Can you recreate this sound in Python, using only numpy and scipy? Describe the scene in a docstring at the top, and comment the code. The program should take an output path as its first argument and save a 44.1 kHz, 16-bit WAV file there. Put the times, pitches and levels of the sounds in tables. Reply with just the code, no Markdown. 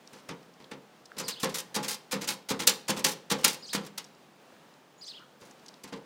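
"""A dog paws at a sheet-metal post box on a stone wall in a quiet yard.
In each stroke the pad thumps the panel and the claws stick and slip down it; in four of the strokes
the loose flap clacks shut and bounces. These contacts all ring the modes of the box.
A small bird repeats one short warbled phrase of arched whistles nearby.
Paving and walls add a light echo, over a soft wash of outdoor air."""
import sys
import numpy as np
from scipy import signal
from scipy.fft import rfft, irfft, next_fast_len
from scipy.io import wavfile
from scipy.ndimage import uniform_filter1d

SR = 44100
rng = np.random.default_rng(int(sys.argv[2]) if len(sys.argv) > 2 else 0)


def bounce(signal):
    """Save signal as a 16-bit WAV file at the path given by the first command-line argument."""
    frames = np.transpose(np.atleast_2d(signal))
    limited = np.clip(frames, -1, 1)
    pcm = np.round(limited * 32767).astype(np.int16)
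    wavfile.write(sys.argv[1], SR, pcm)


N = 266805


# Paw strokes: (pad time [s], thump [dB], claw lead [s], claws [dB], drag time [s], drag [dB],
# lean [dB], slip time [s], slip length [s], slip [dB])
STROKES = [(1.203, -33, .02, -37.5, 1.245, -58, -49, 1.281, 0.03, -34),
           (1.432, -22.5, .004, -29, 1.49, -46.5, -43, 1.543, .066, -35),
           (1.764, -25, .021, -31, 1.828, -37.5, -42, 1.881, .07, -34),
           (2.131, -24.5, .02, -32, 2.211, -39, -35, 2.275, .072, -35.5),
           (2.508, -24, .021, -32, 2.592, -34, -31.5, 2.669, 0.026, -39),
           (2.894, -23, .014, -27, 2.964, -40, -33, 3.045, 0.092, -34.5),
           (3.314, -21.5, .015, -27.5, 3.385, -48, -43.5, 3.446, 0.1, -36),
           (3.748, -24.5, .019, -30.5, 3.835, -53.5, -47, 3.863, 0.0094, -48)]
def strokes(claw_hold_s=.012, drag_length_s=.044, lean_delay_s=.006, slip_tilt_db_oct=.87):
    """Claws first, then the pad; the paw leans in, drags down the panel and slips off with a click."""
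    out = np.zeros(N)
    for s, thump_db, lead_s, claws_db, drag_s, drag_db, lean_db, slip_s, slip_len_s, slip_db in STROKES:
        # negative fall: the claws press harder until just after the pad lands
        add(out, s - lead_s, scrape(lead_s + claw_hold_s, claws_db, fall_db=-3, tilt_db_oct=-1.3))
        add(out, s, paw(thump_db))
        add(out, drag_s, scrape(drag_length_s, drag_db, fall_db=8, tilt_db_oct=-2.5))
        add(out, drag_s + lean_delay_s, paw(lean_db))
        add(out, *clack(slip_s, slip_db, slip_tilt_db_oct))
        add(out, slip_s, scrape(slip_len_s, slip_db, fall_db=10.5, tilt_db_oct=slip_tilt_db_oct))
    return out


def paw(db, rattle_gain=.93, ref_hz=380, ref_db=-24, db_per_oct=34):
    """A soft pad pushes the panel and the box rattles against the wall; a harder push is brighter."""
    knocks = chatter(.04, fall_db=8.5, rate_hz=400, spread_db=6)
    thump = rattle_gain * box(knocks / np.linalg.norm(knocks))
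    add(thump, 0, box([1]))
    corner_hz = ref_hz * 2 ** ((db - ref_db) / db_per_oct)
    pad_lowpass = signal.butter(1, np.clip(corner_hz, 110, SR / 4), fs=SR)
    return at_level(signal.lfilter(*pad_lowpass, thump), db)


def scrape(length_s, db, fall_db, tilt_db_oct, low_cut_hz=450, rasp_db=-4, rasp_hz=6000,
           grip_s=.0018, skitter_s=.003):
    """Three claws stick and slip, each on its own spot, too light to drive the broad modes much."""
    claws = [chatter(length_s, fall_db, rate_hz=200, spread_db=5) for _ in range(3)]
    sound = at_level(sum(box(force) for force in claws), 0)
    # each slip lets the claw tip skitter briefly
    slip_energy = np.pad(np.sum(np.square(claws), axis=0), (0, 600))
    skitter = signal.lfilter([1], [1, -np.exp(-1 / (skitter_s * SR))], slip_energy)
    grit = np.sqrt(skitter) * rng.laplace(size=len(skitter))
    rasp = colour(grit, lambda hz: 1 / (1 + np.log2((hz + 1) / rasp_hz) ** 2))
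    add(sound, 0, at_level(rasp, rasp_db))
    sound *= 1 - np.exp(-np.arange(len(sound)) / SR / grip_s)
    sound = signal.sosfilt(signal.butter(2, low_cut_hz, "high", fs=SR, output="sos"), sound)
    return at_level(tilted(sound, tilt_db_oct), db, length_s)


def clack(s, db, tilt_db_oct, steps=5, step_s=.0013, growth_db=3):
    """A sharp metallic clack swells over a few milliseconds and rings the box. Returns (start, sound)."""
    sound = np.zeros(SR // 2)
    delays_s = step_s * (np.arange(steps) + rng.uniform(-.3, .3, steps))
    for k, delay_s in enumerate(delays_s):
        add(sound, delay_s, box([amp(growth_db * k)], crack_gain=.98, crack_s=.00083))
    return s - 2 * step_s, at_level(tilted(sound, tilt_db_oct), db)


def chatter(length_s, fall_db, rate_hz, spread_db, bite_gain=1.4):
    """Force of a contact that bites, then sticks and slips in small uneven impacts."""
    n = max(int(length_s * SR), 8)
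    travel = np.cumsum(rng.exponential(1, n) ** 3) * rate_hz / (6 * SR)  # cubed steps average 6
    slips = np.diff(np.floor(travel), prepend=-1) > 0
    sizes = amp(spread_db * np.minimum(rng.exponential(1, n), 3)) * rng.choice([-1, 1], n)
    sizes[0] = bite_gain * amp(spread_db)
    return slips * sizes * amp(-fall_db * np.arange(n) / n)


# Broad panel modes: (frequency [Hz], level [dB], T60 [s])
PANEL_MODES = [(138.1, -34.5, .4), (169.8, -30, .35), (236, -32.5, 0.29), (323, -28, 0.14),
               (397, -31, 0.18), (458.7, -24.5, .2), (487.6, -27, 0.2), (200, -21, .33), (269, -23, .29),
               (517, -23, .24), (848, -21.5, 0.17), (935, -29.5, 0.15), (1033, -25, .2), (1368, -28.5, .16),
               (1960, -30.5, .14)]
# Short, bright flap modes: (frequency [Hz], relative level [dB])
FLAP_MODES = [(2466, -2), (3731, 0), (4253, 0), (4797, 1), (5286, -1), (5911, 0), (6132, -2), (7257, 0)]
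# Spectrum of the dense, weaker sheet modes: (frequency [Hz], relative density [dB])
SHEET_SPECTRUM = [(30, -25), (100, -28), (145, -9), (300, -12), (520, -3), (660, -14.5), (900, -2),
                  (1600, -2.5), (2300, -0.5), (3200, 0), (5000, 2.5), (7500, -0.5), (11000, -5),
                  (15500, -9.5)]
# Decay of the sheet modes: (frequency [Hz], T60 [s])
SHEET_DECAY = [(150, 0.367), (500, 0.438), (1100, 0.18), (3000, 0.13), (7000, 0.065), (14000, 0.03)]
def box(force, crack_gain=.77, crack_s=.0033, low_cut_hz=75, flap_db=-22, flap_t60_s=.11, spot_db=1):
    """The box rings under a force; every spot that is touched weights the modes differently."""
    sheet = dying_noise(SHEET_DECAY)
    t = np.arange(len(sheet)) / SR
    sheet *= 1 + crack_gain * np.exp(-t / crack_s)  # the struck spot radiates first
    ring = colour(sheet, lambda hz: unit_rms(amp(lookup(SHEET_SPECTRUM, hz))))
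    flap_modes = [(hz, db + flap_db, flap_t60_s) for hz, db in FLAP_MODES]
    for hz, db, t60_s in PANEL_MODES + flap_modes:
        age_s = t[t < t60_s]
        fade = amp(db + spot_db * rng.standard_normal() - 60 * age_s / t60_s)
        add(ring, 0, np.sqrt(2) * fade * np.cos(2 * np.pi * hz * age_s) * rng.choice([-1, 1]))
    low_cut = signal.butter(1, low_cut_hz, "high", fs=SR)  # a small panel radiates little bass
    return signal.fftconvolve(force, signal.lfilter(*low_cut, ring))


# Flap slams: (time [s], level [dB], tilt [dB/oct], rebound delay [s], jolt [dB])
SLAMS = [(2.288, -26.5, -.5, 0.017, -44), (2.673, -12.5, 3.5, .02, -35), (3.045, -18, .5, .019, -29.5),
         (3.445, -14, 1.5, .034, -37.5)]
def flap(jolt_delay_s=.015, rebound_db=-10.5):
    """The loose flap falls shut, jolts the box and bounces once."""
    out = np.zeros(N)
    for s, db, tilt_db_oct, rebound_s, jolt_db in SLAMS:
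        add(out, *clack(s, db, tilt_db_oct))
        add(out, s + jolt_delay_s, paw(jolt_db))
        add(out, *clack(s + rebound_s, db + rebound_db, tilt_db_oct=1.5))
    return out


# Single taps: (time [s], claw [dB], tilt [dB/oct], pad delay [s], pad [dB])
TAPS = [(.131, -52, 0, .003, -45), (.289, -40.5, -2.5, .003, -33), (.6, -61, -4, .002, -47),
        (.714, -38.5, -5.5, .002, -38), (1.168, -43, -5, .002, -42.5), (1.184, -34, 2, .002, -46),
        (2.992, -39, 2, .002, -39), (3.979, -32, 1.5, .002, -51), (5.412, -60, -1, .006, -45.5),
        (5.837, -43.5, 1, .006, -42.5), (5.926, -33.5, -7.5, .012, -38.5)]
# Claw brushes: (time [s], length [s], level [dB], tilt [dB/oct])
BRUSHES = [(0.134, 0.069, -58, -3.5), (1.398, 0.033, -43.5, 1.5), (3.433, 0.0066, -37, -5.5),
           (5.4, .12, -63, 0.5), (5.875, 0.023, -51.5, -5)]
def touches():
    """Claw and pad tap and brush the metal lightly around the strokes."""
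    out = np.zeros(N)
    for s, claw_db, tilt_db_oct, pad_delay_s, pad_db in TAPS:
        add(out, *clack(s, claw_db, tilt_db_oct))
        add(out, s + pad_delay_s, paw(pad_db))
    for s, length_s, db, tilt_db_oct in BRUSHES:
        add(out, s, scrape(length_s, db, fall_db=4, tilt_db_oct=tilt_db_oct))
    return out


# Dry ticks around the dog: (time [s], level [dB], resonance [Hz], length [s])
TICKS = [(.075, -52, 4970, .002), (.643, -54, 3570, 0.0044), (1.056, -52, 5196, .007),
         (1.118, -47, 1550, 0.0022), (4.043, -51, 5600, .008), (5.511, -57.5, 6480, .003),
         (5.662, -53, 5170, .005), (5.683, -47.5, 4900, 0.0087), (5.741, -55.5, 4350, .003)]
def ticks(faint_per_s=2.5, faint_db=-65, faint_hz=4800, faint_length_s=.004):
    """Tiny crackles with one broad resonance and no ring; fainter ones fall at random."""
    out = np.zeros(N)
    faint_times_s = rng.uniform(0, N / SR, int(faint_per_s * N / SR))
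    faint = [(s, faint_db, faint_hz, faint_length_s) for s in faint_times_s]
    for s, db, hz, length_s in TICKS + faint:
        force = np.pad(chatter(length_s, fall_db=4, rate_hz=3000, spread_db=3), (0, SR // 100))
        peak = signal.iirpeak(hz, Q=1.8, fs=SR)
        tick = signal.lfilter(*peak, signal.lfilter(*peak, force))
        add(out, s, at_level(tick, db))
    return out


# Bird phrases: (time [s], level [dB])
PHRASES = [(1.241, -43), (3.628, -44), (5.015, -44.5)]
# Notes of a phrase: (offset [s], length [s], relative level [dB], top pitch [Hz], top position [0-1],
# drop at the ends [share of top pitch], rasp [share of pitch])
NOTES = [(-.038, .042, -19.5, 7000, .8, .05, 0.011), (-.008, .048, -3, 5050, .28, .25, 0.017),
         (.01, .028, -19, 8900, .5, .17, .02), (.028, .05, -10, 6500, 0.7, .12, .12),
         (.043, .06, -2.5, 5100, .36, .22, 0.031), (.05, 0.044, -19, 8560, .8, .03, 0.018),
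         (.056, .058, -3, 4400, .58, .36, .035), (.112, .068, -7.5, 3450, .56, .28, .035),
         (.176, .058, -13, 1397, .6, .12, 0.097)]
def bird(flutter_depth=.43, arch_power=1.4):
    """Arched whistles, some raspy, overlap from the two sides of the syrinx."""
    out = np.zeros(N)
    for s, phrase_db in PHRASES:
        for offset_s, length_s, db, top_hz, top_at, drop, rasp in NOTES:
            n = int(length_s * SR)
            from_top = np.interp(np.linspace(0, 1, n), [0, top_at, 1], [1, 0, 1])
            hz = top_hz * (1 - drop * from_top ** arch_power)
            wobble = unit_rms(uniform_filter1d(rng.standard_normal(n), size=40))
            flutter = unit_rms(uniform_filter1d(rng.standard_normal(n), size=40))
            cycles = np.cumsum(hz * (1 + rasp * wobble)) / SR
            envelope = amp(phrase_db + db) * (1 + flutter_depth * flutter) * signal.windows.tukey(n, .4)
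            add(out, s + offset_s, np.sqrt(2) * envelope * np.sin(2 * np.pi * cycles))
    return out


def yard(x, build_s=.004):
    """Scattered echoes from paving, walls and house."""
    tail = dying_noise(t60_s_by_hz=[(200, .8), (1000, .428), (4000, .4), (7000, .29), (14000, .25)])
    tail *= 1 - np.exp(-np.arange(len(tail)) / SR / build_s)
    return signal.fftconvolve(x, tail / np.linalg.norm(tail))[:N]


# Still outdoor air: (frequency [Hz], relative density [dB])
AIR_SPECTRUM = [(18, -76.5), (30, -41.5), (121, -13), (141, -3.5), (239, -1.5), (280, -4), (512, -4.5),
                (649, -6), (721, -5.5), (1910, -13.5), (2060, -15.5), (2980, -16), (6550, -23.5),
                (14800, -35.5), (16000, -33)]
def air(wash_db=-57.5, swell_db=1.1, hiss_db=-82, hiss_hz=15050, hiss_width_hz=160):
    """A soft, slowly swelling wash with a faint narrow hiss at the very top."""
    swell = shaped_noise(lambda hz: np.exp(-hz / 4))
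    wash = shaped_noise(lambda hz: amp(lookup(AIR_SPECTRUM, hz)))
    hiss = shaped_noise(lambda hz: np.exp(-((hz - hiss_hz) / hiss_width_hz) ** 2))
    return amp(wash_db + swell_db * swell) * wash + amp(hiss_db) * hiss


def amp(db):
    """Decibels to gain."""
    return 10 ** (np.asarray(db) / 20)


def unit_rms(x):
    """Scales to rms 1."""
    return x / np.sqrt(np.mean(x ** 2) + 1e-20)


def at_level(x, db, length_s=0):
    """Gives x the energy of a steady sound of this level and length, 10 ms at least."""
    return amp(db) * x * np.sqrt(max(length_s, .01) * SR / np.sum(x ** 2))


def lookup(table, hz):
    """Interpolates a table on a log-frequency axis."""
    table_hz, values = np.transpose(table)
    return np.interp(np.log(hz + 1), np.log(table_hz), values)


def add(mix, s, sound):
    """Adds a sound to the mix at time s."""
    part = mix[max(round(s * SR), 0):][:len(sound)]
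    part += sound[:len(part)]


def colour(x, gain):
    """Filters by a gain that is a function of frequency."""
    size = next_fast_len(len(x) + 2048)
    return irfft(rfft(x, size) * gain(np.fft.rfftfreq(size, 1 / SR)), size)[:len(x)]


def tilted(x, tilt_db_oct, pivot_hz=500):
    """Tilts the treble: up for a sharper contact, down for a softer one."""
    return colour(x, lambda hz: amp(tilt_db_oct * np.log2(1 + hz / pivot_hz)))


def shaped_noise(gain):
    """Steady filtered noise at rms 1."""
    return unit_rms(colour(rng.standard_normal(N), gain))


def dying_noise(t60_s_by_hz):
    """Noise in which each frequency decays at its own rate."""
    hz, t, spectra = signal.stft(rng.standard_normal(SR * 2 // 3), SR, nperseg=256)
    fade = amp(-60 * t / lookup(t60_s_by_hz, hz)[:, None])
    return signal.istft(spectra * fade, SR, nperseg=256)[1]


def scene(box_echo_db=-16, bird_echo_db=-9):
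    """The box is near and fairly dry; the bird is farther off."""
    dog = strokes() + flap() + touches() + ticks()
    song = bird()
    echoes = yard(amp(box_echo_db) * dog + amp(bird_echo_db) * song)
    return (dog + song + echoes + air())[None]


def record(dry, cutoff_hz=16000):
    """Steep low-pass band limit."""
    lowpass = signal.firwin(255, cutoff_hz, window=("kaiser", 8), fs=SR)
    return signal.oaconvolve(dry, lowpass[None], "same")


dry = scene()
out = record(dry)
bounce(out)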